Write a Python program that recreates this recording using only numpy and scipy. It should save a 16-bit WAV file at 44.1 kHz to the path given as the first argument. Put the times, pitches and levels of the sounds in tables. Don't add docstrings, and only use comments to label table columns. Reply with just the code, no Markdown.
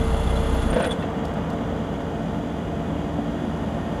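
import sys
import numpy as np
from scipy import signal
from scipy.fft import rfft, irfft
from scipy.io import wavfile

SR = 44100
rng = np.random.default_rng(int(sys.argv[2]) if len(sys.argv) > 2 else 0)


def generate_wav(sig):
    pcm = np.round(np.clip(np.atleast_2d(sig).T, -1, 1) * 32767).astype(np.int16)
    wavfile.write(sys.argv[1], SR, pcm)


N = 176400
T = np.arange(N) / SR

# time in seconds, turns per second.
CRANK_HZ = [(0, 38.3), (.65, 38.3), (1.0, 39.3), (2, 39.45), (3, 39.55), (4, 39.5)]
# multiple of crank speed, start level in dB, end level in dB.
ENGINE_ORDERS = [(2.01, -45, -37), (3.998, -40.5, -41.5), (7.345, -40, -37), (8.95, -54, -41.5),
                 (15.19, -46, -63), (17.87, -52, -53.5), (22, -54.5, -51), (29.9, -53, -71),
                 (46.5, -60.5, -59), (63.5, -69, -60.5)]
# frequency in Hz, relative density in dB.
ROAR_SPECTRUM = [(20, -34), (40, -13), (64, -8.5), (110, -4.5), (160, -6.5), (220, 0.5), (270, -5),
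                 (335, -10.5), (400, -11), (480, -10.5), (620, -10), (800, -14), (1200, -21), (1800, -27),
                 (2300, -32), (2650, -38), (3400, -32), (3750, -40.5), (4300, -46.5), (5400, -48),
                 (7200, -44.5), (8200, -52), (11200, -56.5), (15500, -60)]
# centre in Hz, half-width in Hz, lift in dB.
PANEL_MODES = [(574, 4.7, 4.5), (1450, 61, 2.5), (1866, 6.3, 7), (1970, 35, 2), (2110, 8.4, 3.5),
               (2450, 6.7, 7), (2874, 110, 8), (3195, 76, 4), (3426, 28, 4), (3910, 70, 4.5),
               (4750, 160, 7), (6160, 310, 4), (6930, 96, 1.5), (7800, 110, 2), (10200, 650, 4.5)]
# time in seconds, lift in dB before weighting.
MID_LIFT_DB = [(0, 3.5), (.7, 5.5), (1.05, 2.5), (1.5, 2.5), (2.1, -0.5), (3, 0), (4, 0.9)]
# frequency in Hz, share of the lift.
MID_WEIGHT = [(250, 0.29), (600, 0.33), (1200, 0.93), (2200, 0.61), (4000, 0.33), (8000, 0)]
# frequency in Hz, start level in dB, end level in dB.
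HUM_LINES = [(56.2, -38.5, -42.5), (63.7, -85, -43), (84.2, -36.5, -49.5), (166.6, -35, -37.5),
             (453, -33, -46.5), (680, -43, -45)]
# time in seconds, gain in dB.
LOAD_DB = [(0, -1), (.62, 0.5), (.65, 0), (.86, -14), (.98, -17), (1.3, -32), (2.9, -28), (3.5, -17),
           (4, -15)]
# multiple of crank speed, level in dB at full load.
PUMP_ORDERS = [(9, -53), (18, -65), (32, -49), (36, -52), (54, -53), (72, -57)]
# frequency in Hz, level in dB at full load.
VALVE_LINES = [(3408, -65), (4264, -61), (4630, -66), (4870, -66), (5210, -69), (5550, -72), (6160, -67),
               (6745, -64), (7045, -63), (7343, -68), (7650, -70), (8240, -73), (9814, -61), (10110, -62)]
# frequency in Hz, relative density in dB.
OIL_SPECTRUM = [(300, -46), (900, 7), (1800, -16), (2600, -6.5), (3400, -3), (3900, -9.5), (5400, -19),
                (6900, -12), (8500, -21), (10200, -16), (11200, -15), (12000, -25), (15500, -40)]
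# time in seconds, shake rate in Hz, gain in dB.
BOOM_JUDDER = [(0, 30.65, 0), (.62, 30.65, 0), (.65, 28.5, 0), (.69, 26.2, 0), (.74, 23.6, -2),
               (.79, 22, -22), (.86, 22, -60)]
# multiple of shake rate, level in dB at full judder.
SHAKE_PARTIALS = [(1, -29.5), (1.5, -76), (2, -24.5), (2.5, -37), (3, -33.5), (4, -44.5)]
# frequency in Hz, rms wander in Hz, level in dB before rubbing gain.
SQUEAK_MODES = [(3412, 16.2, -52.5), (8920, 35, -62), (11005, 32, -60.5), (13900, 110, -78)]
# time in seconds, gain in dB.
RUB_DB = [(0, 1.5), (.6, 1), (.9, 5), (.96, -16), (1.01, -4), (1.06, -38), (4, -70)]
# start in seconds, length in seconds, frequency in Hz, level in dB.
PIVOT_CHIRPS = [(.352, .025, 4010, -49), (.543, .012, 14000, -52), (0.704, 0.02, 8960, -41.5),
                (0.741, .014, 9060, -43.5), (0.745, 0.013, 3410, -38.5), (.822, .018, 8900, -42),
                (0.838, 0.025, 3430, -42), (0.863, 0.015, 11010, -44), (.862, .018, 8930, -51),
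                (0.909, 0.026, 8950, -42.5), (0.903, 0.035, 3400, -37), (0.993, 0.03, 8930, -63),
                (0.994, 0.043, 3490, -48)]
# start in seconds, level in dB.
PIN_CLACKS = [(.166, -46), (.358, -45), (.619, -41), (.797, -41), (.844, -36.5), (.909, -39), (.924, -43)]
# frequency in Hz, relative density in dB.
PIN_SPECTRUM = [(800, -6), (1800, -1), (3400, 1), (5000, -9), (7000, -3), (10500, -8), (12000, -18),
                (15500, -32)]
# time in seconds, level in dB.
GRIND_DB = [(0, -88), (.66, -64), (.72, -36), (.78, -29), (.84, -29.5), (.9, -47), (1.0, -49), (1.1, -70),
            (4, -97)]
# frequency in Hz, relative density in dB.
GRIND_SPECTRUM = [(200, -25), (420, -16), (510, 3), (680, -5), (850, -16), (1200, -15.5), (1550, -7.5),
                  (2100, -20.5), (3000, -19.5), (6000, -42), (15000, -60)]
# start in seconds, ring gain in dB, tilt in dB per octave, scrape level in dB.
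BUCKET_CLANKS = [(.728, -25.5, 0, -39), (.76, -19, -3.5, -36), (.802, -20, -1.5, -43),
                 (.84, -28.5, 0, -25.5), (.864, -29.5, 0, -48), (.909, -29.5, -3, -37.5),
                 (1.021, -39.5, 5.5, -35)]
# frequency in Hz, relative level in dB, T60 in seconds.
BUCKET_MODES = [(223, -2.5, 0.17), (500, 1.5, 0.32), (540, 0, .08), (604, 2.5, 0.084), (634, -5, 0.099),
                (660, -0.5, 0.15), (880, -3.5, 0.057), (1150, -12, 0.082), (1500, -6, 0.11),
                (1890, -6.5, 0.11), (2165, -13, 0.16), (2656, -10.5, 0.1)]
# frequency in Hz, relative density in dB.
SCRAPE_SPECTRUM = [(300, -19), (900, 11), (1600, 9), (2600, 3), (3500, 5), (4500, -6.5), (8000, -26),
                   (11000, -25), (15000, -40)]
# start in seconds, level in dB.
CRUMB_TICKS = [(1.2505, -41.5), (1.2804, -52), (1.3368, -48), (1.4994, -45), (1.531, -50)]
# frequency in Hz, relative density in dB.
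CRUMB_SPECTRUM = [(1000, -15), (3500, 3), (7000, 0), (10500, -7), (13000, -9), (15500, -18)]
# start in seconds, frequency in Hz, level in dB.
ARM_KNOCKS = [(2.425, 222, -29), (2.765, 192, -15.5), (3.186, 220, -13.5), (3.186, 710, -22.5),
              (3.215, 670, -32), (3.438, 219, -14.5), (3.476, 214, -19)]


def amp(db):
    return 10 ** (np.asarray(db) / 20)


def unit(x):
    return x / np.sqrt(np.mean(x ** 2) + 1e-20)


def curve(rows, column=1):
    rows = np.array(rows)
    return np.interp(T, rows[:, 0], rows[:, column])


def at_hz(spectrum, hz):
    points_hz, values = np.transpose(spectrum)
    return np.interp(np.log(hz + 1), np.log(points_hz + 1), values)


def colour(x, spectrum):
    gain = amp(at_hz(spectrum, np.fft.rfftfreq(len(x), 1 / SR)))
    return unit(irfft(rfft(x) * gain, len(x)))


def drift(hz):
    lowpass = np.exp(-(np.fft.rfftfreq(N, 1 / SR) / hz) ** 2)
    return unit(irfft(rfft(rng.standard_normal(N)) * lowpass, N))


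def tone(hz, db, waver_db, waver_hz):
    turns = np.cumsum(hz * np.ones(N)) / SR + rng.random()
    return np.sqrt(2) * amp(db + waver_db * drift(waver_hz)) * np.sin(2 * np.pi * turns)


def engine_roar(crank_hz, spread_db=5, depth=0.2, decay_firings=0.26, flutter_db=0.34, base_db=-28.5):
    firings = 2 * np.cumsum(crank_hz) / SR
    strength = amp(spread_db * rng.standard_normal(1000))[firings.astype(int)]
    pulses = 1 + depth * strength * np.exp(-(firings % 1) / decay_firings)
    clatter = pulses * amp(flutter_db * drift(70)) * rng.standard_normal(N)
    bins_hz = np.fft.rfftfreq(N, 1 / SR)
    panel_db = sum(db / (1 + ((bins_hz - hz) / width_hz) ** 2) for hz, width_hz, db in PANEL_MODES)
    roar = colour(irfft(rfft(clatter) * amp(panel_db), N), ROAR_SPECTRUM)
    bands_hz, frames_s, frames = signal.stft(roar, SR, nperseg=1024)
    mid_db = at_hz(MID_WEIGHT, bands_hz)[:, None] * np.interp(frames_s, T, curve(MID_LIFT_DB))
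    return amp(base_db) * signal.istft(frames * amp(mid_db), SR)[1][:N]


def engine_lines(crank_hz):
    return sum(tone(order * crank_hz, np.linspace(start_db, end_db, N), waver_db=1.95, waver_hz=2.6)
               for order, start_db, end_db in ENGINE_ORDERS)


def hums():
    return sum(tone(hz + 0.833 * drift(4.6), np.linspace(start_db, end_db, N), waver_db=1.5, waver_hz=13)
               for hz, start_db, end_db in HUM_LINES)


def hydraulics(crank_hz, full_load_hiss_db=-42.5):
    whine = sum(tone(order * crank_hz, db, waver_db=3, waver_hz=13) for order, db in PUMP_ORDERS)
    whistles = sum(tone(hz + 9 * drift(30), db, waver_db=1, waver_hz=40) for hz, db in VALVE_LINES)
    hiss = amp(full_load_hiss_db) * colour(rng.standard_normal(N) * amp(0.9 * drift(60)), OIL_SPECTRUM)
    return amp(curve(LOAD_DB)) * (whine + whistles + hiss)


def boom_motion(first_shake_s=0.0125):
    turns = np.cumsum(curve(BOOM_JUDDER)) / SR
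    turns -= np.interp(first_shake_s, T, turns)
    return 2 * np.pi * turns, amp(curve(BOOM_JUDDER, column=2))


def boom_judder():
    phase_rad, gain = boom_motion()
    return np.sqrt(2) * gain * sum(amp(db) * np.cos(order * phase_rad) for order, db in SHAKE_PARTIALS)


def pivot_squeak(slip_db=3.5, slip_hz=45, shake_db=6):
    out = np.zeros(N)
    phase_rad, gain = boom_motion()
    shaking = gain * np.cos(phase_rad)
    for hz, wander_hz, db in SQUEAK_MODES:
        slips = unit(amp(slip_db * np.tanh(2 * drift(slip_hz)) + shake_db * shaking))
        mode = tone(hz + wander_hz * drift(121), db, waver_db=2.5, waver_hz=150)
        out += amp(curve(RUB_DB)) * slips * mode
    for start_s, length_s, hz, db in PIVOT_CHIRPS:
        progress = np.clip((T - start_s) / length_s, 0, 1)
        envelope = np.sin(np.pi * progress ** 0.58)
        out += envelope * tone(hz + 35 * drift(191), db, waver_db=-4, waver_hz=200)
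    return out


def add(mix, start_s, sound):
    part = mix[max(round(start_s * SR), 0):][:len(sound)]
    part += sound[:len(part)]


def clicks(rows, spectrum, t60_s, rise_s=0.0014):
    out, t = np.zeros(N), T[:SR // 10]
    for start_s, db in rows:
        envelope = np.minimum(t / rise_s, 1) * amp(db - 60 * t / t60_s)
        add(out, start_s, envelope * colour(rng.standard_normal(len(t)), spectrum))
    return out


def pin_clacks():
    return clicks(PIN_CLACKS, PIN_SPECTRUM, t60_s=0.097)


def bucket_grind():
    rough_noise = rng.standard_normal(N) * amp(2.1 * drift(90))
    return amp(curve(GRIND_DB)) * colour(rough_noise, GRIND_SPECTRUM)


def bucket_clanks(blow_s=0.006, scrape_rise_s=0.0046, scrape_t60_s=0.12):
    out, t = np.zeros(N), T[:SR // 2]
    scrape_envelope = np.minimum(t / scrape_rise_s, 1) * amp(-60 * t / scrape_t60_s)
    for start_s, ring_db, tilt_db_per_octave, scrape_db in BUCKET_CLANKS:
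        contacts = rng.standard_normal(len(t)) * t * np.exp(-2 * t / blow_s)
        ring = np.zeros(len(t))
        for hz, db, t60_s in BUCKET_MODES:
            response = amp(-60 * t / t60_s) * np.sin(2 * np.pi * hz * t)
            mode = signal.fftconvolve(contacts, response)[:len(t)]
            ring += amp(db + tilt_db_per_octave * np.log2(hz / 500)) * mode / abs(mode).max()
        scrape = scrape_envelope * colour(rng.standard_normal(len(t)), SCRAPE_SPECTRUM)
        add(out, start_s, amp(ring_db) * ring / np.sqrt(2) + amp(scrape_db) * scrape)
    return out


def crumb_ticks():
    return clicks(CRUMB_TICKS, CRUMB_SPECTRUM, t60_s=0.053)


def arm_knocks(rise_s=0.003, t60_s=0.074):
    out, t = np.zeros(N), T[:SR // 4]
    for start_s, hz, db in ARM_KNOCKS:
        envelope = np.minimum(t / rise_s, 1) * amp(db - 60 * t / t60_s)
        add(out, start_s, envelope * np.sin(2 * np.pi * hz * t))
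    return out


def scene():
    crank_hz = curve(CRANK_HZ) * (1 + 0.001096 * drift(7.5))
    contacts = pin_clacks() + crumb_ticks()
    drone = engine_roar(crank_hz) + engine_lines(crank_hz) + hums()
    strain = hydraulics(crank_hz) + boom_judder() + pivot_squeak()
    digging = bucket_grind() + bucket_clanks() + arm_knocks()
    return (drone + strain + digging + contacts)[None]


def record(dry, cutoff_hz=15650):
    lowpass = signal.firwin(511, cutoff_hz, window=("kaiser", 9), fs=SR)
    return signal.oaconvolve(dry, lowpass[None], "same")


dry = scene()
out = record(dry)
generate_wav(out)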